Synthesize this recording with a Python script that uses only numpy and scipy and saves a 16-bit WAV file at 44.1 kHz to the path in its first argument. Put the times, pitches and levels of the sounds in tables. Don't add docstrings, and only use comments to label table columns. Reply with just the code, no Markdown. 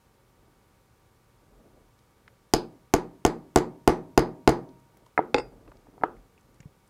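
import sys
import numpy as np
from scipy import signal
from scipy.fft import rfft, irfft
from scipy.io import wavfile

SR = 44100
rng = np.random.default_rng(int(sys.argv[2]) if len(sys.argv) > 2 else 0)


def master(y):
    cut = np.clip(np.atleast_2d(y).T, -1, 1)
    pcm = np.round(cut * 32767)
    wavfile.write(sys.argv[1], SR, pcm.astype(np.int16))


def gain_from_db(level_db):
    decades = np.asarray(level_db, float) / 20
    return 10 ** decades


N = 303893

# (frequency [Hz], level [dB], t60 [s])
FRAME_SWAY = [(32.8, -34, 0.34), (39.3, -28, 0.12), (58.3, -24, .1), (129.7, -41.5, .6), (171.4, -35, 0.49),
              (235.4, -36, 0.29), (304.7, -30, 0.35), (352.3, -34.5, 0.31)]


def rms_one(x):
    return x / np.sqrt(np.mean(x ** 2) + 1e-20)


def at_hz(rows, hz):
    at, *columns = np.transpose(rows)
    return [np.interp(np.log(hz), np.log(at), c) for c in columns]


def band(x, low_hz, high_hz):
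    edges = [max(low_hz, 10), min(high_hz, .45 * SR)]
    return signal.sosfilt(signal.butter(2, edges, "band", fs=SR, output="sos"), x)


def ring(modes, force, damp=1):
    out = 0
    for hz, db, t60 in modes:
        decay_s = min(t60, .03) * damp if damp < 1 else t60
        r = gain_from_db(-60 / decay_s / SR)
        w = 2 * np.pi * hz / SR
        out = out + signal.lfilter([0, gain_from_db(db) * np.sin(w)], [1, -2 * r * np.cos(w), r * r], force + 1e-18)
    return out


def both_ways(toward, away, force):
    near = ring(toward, force) - ring(away, force)
    far = ring(toward, force, damp=.3) - ring(away, force, damp=.3)
    return np.array([near, far])


def add(track, s, sound):
    i = round(s * SR)
    track[..., i:i + sound.shape[-1]] += sound[..., :N - i]


def push(seconds):
    shape = np.sin(np.pi * np.clip(np.arange(200) / SR / seconds, 0, 1))
    return shape / shape.sum()


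def impulse(length):
    return np.r_[1., np.zeros(length - 1)]


def puff(rise_s, fall_s):
    t = np.arange(1500) / SR
    return rng.standard_normal(len(t)) * (1 - np.exp(-t / rise_s)) * np.exp(-t / fall_s)


def background():
    # (frequency [Hz], density [dB per Hz])
    floor = [(12, -36.5), (20, -2.5), (111, 0.5), (273, -9), (452, -6.5), (709, -17), (913, -12),
             (1080, -17.5), (1180, -17), (1320, -15), (1470, -16.5), (2890, -23), (15200, -29.5),
             (16500, -43.5)]
    # (frequency [Hz], level [dB rms])
    hum = [(118.4, -73), (543.7, -83), (775.2, -79.5), (925.9, -79.5), (1007, -83), (1157, -78.5),
           (1238, -82), (1470, -85), (2218, -92), (2239, -87)]
    bin_hz = np.maximum(np.fft.rfftfreq(N, 1 / SR), 10)
    noise = rms_one(irfft(rfft(rng.standard_normal(N)) * gain_from_db(at_hz(floor, bin_hz)[0]), N))
    t = np.arange(N) / SR
    wander = np.cumsum(rng.standard_normal((len(hum), N)), axis=1) * 0.015
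    tones = sum(gain_from_db(db + 2.5) * np.sin(2 * np.pi * hz * t + w) for (hz, db), w in zip(hum, wander))
    return gain_from_db(-64) * noise + tones


def moving(column, rest_db):
    # (start [s], hold [s], rub [dB], bench sway [dB])
    moves = [(.4, .12, -67.5, -59), (1.03, 0.044, -91, -62), (1.53, 0.29, -60, -54),
             (2.264, 0.041, -68.5, -64), (2.847, 0.66, -77, -67.5), (5.005, 0.021, -61.5, -61),
             (5.447, 0.31, -57.5, -48), (5.9, 0.15, -59.5, -59.5), (6.151, 0.045, -71.5, -47),
             (6.398, 0.32, -66.5, -61)]
    attack_s, release_s = 0.24, .12
    columns = np.transpose(moves)[:, :, None]
    s, hold, db = columns[0], columns[1], columns[column]
    t = np.arange(N) / SR
    below_db = 20 * np.maximum(np.maximum((s - t) / attack_s, (t - s - hold) / release_s), 0)
    return np.sqrt(gain_from_db(rest_db) ** 2 + np.sum(gain_from_db(db - below_db) ** 2, axis=0))


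def hands():
    # (time [s], peak [dB], centre [Hz], width [octaves])
    ticks = [(1.119, -69, 778, 0.68), (2.278, -39, 1380, 0.87), (4.968, -52, 750, 1),
             (5.064, -49.5, 865, 0.31), (5.677, -46, 730, 0.98), (5.717, -42.5, 773, 0.56),
             (5.868, -46.5, 705, 0.54), (6.166, -54, 1710, .3), (6.377, -55, 2480, 0.23),
             (6.603, -47, 2050, 0.34), (6.628, -54, 2190, .2)]
    # (time [s], peak [dB], centre [Hz], width [octaves])
    clicks = [(1.9894, -58, 4070, 0.7), (2.2796, -59, 3180, 0.31), (4.689, -55, 4200, 0.42),
              (4.7987, -61, 7200, 0.7), (4.9707, -52, 9696, 0.95), (5.062, -53.5, 3870, 1),
              (5.7692, -53, 3180, 0.82), (6.409, -60, 6440, 0.36), (6.543, -58.5, 6870, 0.4),
              (6.559, -63, 2570, 0.7), (6.603, -49, 6200, 0.26), (6.8755, -59, 7360, 0.49)]
    # (time [s], peak [dB], pitch [Hz])
    thumps = [(5.884, -34, 275), (6.012, -30, 313), (6.506, -43, 143), (6.602, -31.5, 142),
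              (6.656, -24, 144.5)]
    out = np.zeros(N)
    for s, db, hz, octaves in ticks + clicks:
        spread = 2 ** abs(octaves)
        tick = band(puff(0.00058, 0.0031), hz / spread, hz * spread)
        add(out, s, gain_from_db(db) * tick / np.abs(tick).max())
    for s, db, hz in thumps:
        add(out, s, ring([(hz, db - 7.5, .05)], np.pad(push(0.0014), (0, 4000))))
    lumps = gain_from_db(2.5 * rms_one(band(rng.standard_normal(N), 8, 30)) - 1)
    rub = rms_one(lumps * band(band(rng.standard_normal(N), 95, 510), 67, 1300))
    sway = rms_one(band(rng.standard_normal(N), 35, 47))
    return out + moving(column=2, rest_db=-74) * rub + gain_from_db(-7.5) * moving(column=3, rest_db=-72) * sway


def mallet():
    # (time [s], crack [dB], thud [dB], crack pitch [Hz], ping [dB])
    blows = [
        (2.5366, -7.5, -10, 6407, -15),
        (2.938, -10, -8.5, 6720, -32.5),
        (3.2503, -12.5, -8, 7770, -26.5),
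        (3.5595, -9.5, -6, 7570, -26),
        (3.8759, -7.5, -5, 6240, -34),
        (4.1763, -11, -4.5, 6380, -19.5),
        (4.4756, -11, -4, 6337, -20.5),
    ]
    # (time [s], crack [dB], thud [dB])
    rebounds = [(2.5459, -22, -25.5), (2.5638, -30, -31.5), (2.9482, -27, -19), (2.9626, -35.5, -36),
                (3.2629, -17.5, -20), (3.2765, -54.5, -27), (3.573, -18.5, -16), (3.5843, -25, -27.5),
                (3.8948, -48, -17), (4.1921, -21.5, -19), (4.4907, -15, -14.5)]
    # (frequency [Hz], level [dB], t60 [s])
    bench_toward = [(65, -8, .01), (413, 2.4, .014), (743, -17, .06), (847, -11, .028), (1041, -22, .035)]
    # (frequency [Hz], level [dB], t60 [s])
    bench_away = [(142, -22, .1), (258, -.5, .015), (340, -23, .1), (459, -9, .052), (659, -13, .041),
                  (1459, -23, .035)]
    # (frequency [Hz], level [dB], t60 [s])
    block = [(1810, -22.5, 0.015), (2120, -23.5, 0.022), (2720, -31, 0.011)]
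    # (frequency [Hz], level [dB], t60 [s])
    steel = [(6860, -26.5, 0.021), (7400, -25.5, 0.011)]
    # (frequency [Hz], level [dB], t60 [s])
    singing = [(350, -42, .55), (630, -41, .75), (937, -47, 1.3)]
    ping_hz = 4990
    force, jolt, chatter, snap, crack = np.zeros((5, N))
    click = impulse(801)
    contacts = blows + [(*r, 6700, -41) for r in rebounds]
    for k, (s, crack_db, thud_db, crack_hz, ping_db) in enumerate(contacts):
        add(force, s, gain_from_db(thud_db + 9) * push(0.00011))
        add(jolt, s, gain_from_db([2 * (thud_db + 6.0)]))
        if k >= len(blows):
            grit = puff(0.00069, 0.0026) * gain_from_db(crack_db - 10)
        else:
            grit = puff(.0006, 0.0011) * gain_from_db(crack_db)
        add(chatter, s, grit)
        add(crack, s, ring([(crack_hz, -14, .004)], grit) + gain_from_db(5) * band(grit, 1500, 10000))
        add(crack, s + 0.00055, ring([(ping_hz, ping_db + 7, .012)], click))
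        broad = band(click, 1900, 13000) + ring([(crack_hz, -18, .003)], click)
        add(snap, s, gain_from_db(crack_db + 11.5) * broad)
        far_ping = ring([(ping_hz, ping_db + 10, .005)], click)
        far_knock = gain_from_db(thud_db + 10.5) * band(band(click, 1150, 1900), 1000, 2200)
        add(snap, s, far_ping + far_knock)
    slow = ring(FRAME_SWAY, force) + gain_from_db(-6) * ring(singing, jolt)
    thuds = both_ways(bench_toward + block, bench_away, force)
    return thuds + [slow + crack + ring(steel, chatter), snap]


def knocks():
    # (time [s], peak [dB], main pitch [Hz], contact [ms])
    set_down = [
        (5.1766, -12.5, 960, 0.25),
        (5.1898, -6, 722, 1),
        (5.9784, -42, 710, 0.83),
        (6.011, -49, 880, 0.4),
        (6.02, -30.5, 472, 0.9),
        (6.035, -9.5, 832, 0.58),
    ]
    # (frequency [Hz], level [dB], t60 [s])
    wood = [(315.5, -18.5, 0.089), (422, -13.5, 0.046), (753, -7, 0.032), (946, -2.5, 0.029),
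            (1293, -3, 0.026), (1675, -2, 0.016), (2080, -1.5, 0.017), (2520, -8.5, .01)]
    out = np.zeros((2, N))
    soft = signal.butter(3, 2400, fs=SR, output="sos")
    for s, db, hz, contact_ms in set_down:
        force = np.pad(push(np.clip(contact_ms, .1, 3) / 1000), (0, 9000))
        near, far = both_ways(wood[::2] + [(hz, -3, .012)], wood[1::2], force)
        near = signal.sosfilt(soft, band(near, 120, 9000))
        snap = gain_from_db(1) * band(band(impulse(len(force)), 2000, 3300), 1500, 4000)
        far = band(far, 100, 1500) + snap * np.clip(1.1 - contact_ms, 0, 1)
        add(out, s, gain_from_db(db + 3.5) * np.array([near, far]))
        grit = band(puff(0.0006, 0.0093), 2300, 4200) * gain_from_db(-29)
        grit = grit + band(puff(0.00036, .006), 4000, 8000) * gain_from_db(-48)
        add(out, s, gain_from_db(db) * grit * [[1], [2]] * np.clip(.95 - contact_ms, 0, 1))
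    return out


def dropped_punch():
    # (time [s], ring [dB], thud [dB], scrape [ms])
    touches = [
        (5.3441, -16.5, -15.5, 0.78),
        (5.3514, -35.5, -23.5, 1.5),
        (5.363, -36, -30, 1.6),
        (5.3754, -41, -32, 2.8),
        (5.382, -30.5, -26.5, 2.3),
        (5.3974, -40.5, -30.5, 3.3),
    ]
    # (frequency [Hz], level [dB], t60 [s])
    damped_bar = [(2148, -13.5, 0.031), (2600, -7.5, 0.01), (3620, -10, 0.0045), (4350, -12, 0.0067),
                  (4666, -20, 0.044), (6900, -19, 0.042)]
    # (frequency [Hz], level [dB], t60 [s])
    free_bar = [(2665, -9, .08), (4860, -13, .22), (5260, -8, .1), (6050, -26, .08), (6810, -26, .05),
                (8180, -12, .08)]
    # (frequency [Hz], level [dB], t60 [s])
    mat = [(284, -9.5, 0.055), (370, -9.5, 0.066), (487.5, -4.5, 0.12), (844, -5.5, 0.044),
           (1037, -16, 0.056), (1386, -8, 0.012)]
    out = np.zeros((2, N))
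    for s, ring_db, thud_db, scrape_ms in touches:
        force = np.pad(push(.0003), (0, 20000))
        length = np.clip(scrape_ms, .5, 8) / 1000
        scrape = np.pad(puff(length / 3, length), (0, 18700))
        grit = band(scrape, 300, 7000 / np.sqrt(length * 1000)) * gain_from_db(ring_db + 0.5)
        clatter = ring(damped_bar, grit) + gain_from_db(-12.5) * band(grit, 1400, 5500)
        free_db = ring_db - (22 if s < 5.36 else 6)
        tap = band(band(impulse(len(force)), 2200, 8800), 1500, 9500)
        free = gain_from_db(free_db) * ring(free_bar, tap)
        steel = [clatter + free, gain_from_db(-10) * clatter]
        add(out, s, gain_from_db(thud_db + 7.5) * both_ways(mat[1::2], mat[::2], force) + steel)
        add(out[0], s, gain_from_db(thud_db + 7) * ring(FRAME_SWAY[1:4], force))
    return out


def room(x):
    # (frequency [Hz], level [dB], t60 [s])
    decay = [(40, -33, 0.17), (128, -7.5, 0.98), (220, -5.5, 0.62), (370.6, 6, 0.39), (614, -11.5, 0.36),
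             (1100, -6, 0.28), (1810, -4, 0.24), (3080, -12, 0.2), (5000, -14.5, 0.2), (8600, -16, 0.17),
             (15000, -21.5, 0.07)]
    t = np.arange(SR) / SR
    edges = 25 * 2 ** np.arange(0, 9.6, 1 / 3)
    white = rng.standard_normal((2, SR))
    echo = 0
    for k, (low, high) in enumerate(zip(edges, edges[1:])):
        db, t60 = at_hz(decay, np.sqrt(low * high))
        density = np.sqrt(t60 * SR / 14)
        early = gain_from_db(db - 60 * t / t60) / density
        late = gain_from_db(db - 22.5 - 60 * t / (1.2 * t60)) / density
        echo = echo + band(white[k % 2], low, high) * np.hypot(early, late)
    echo = signal.sosfilt(signal.cheby2(10, 50, 15900, fs=SR, output="sos"), echo)
    build = 1 - np.exp(-(t / .0055) ** 2)
    return signal.fftconvolve(x, echo * build)[:N] * gain_from_db(5)


def scene():
    blows, blows_far = mallet()
    set_down, set_down_far = knocks() + dropped_punch()
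    echo = room(blows_far + gain_from_db(-2.9) * set_down_far)
    return (blows + set_down + hands() + echo + background())[None]


def roll_off(x):
    return signal.sosfilt(signal.butter(12, 17080, fs=SR, output="sos"), x)


def record(dry):
    overload = .515
    heard = signal.sosfilt(signal.butter(2, 30, "high", fs=SR, output="sos"), dry)
    heard = signal.sosfilt(signal.cheby2(12, 50, 16900, fs=SR, output="sos"), heard)
    limited = heard / (1 + (heard / overload) ** 8) ** (1 / 8)
    return roll_off(limited)


dry = scene()
out = record(dry)
master(out)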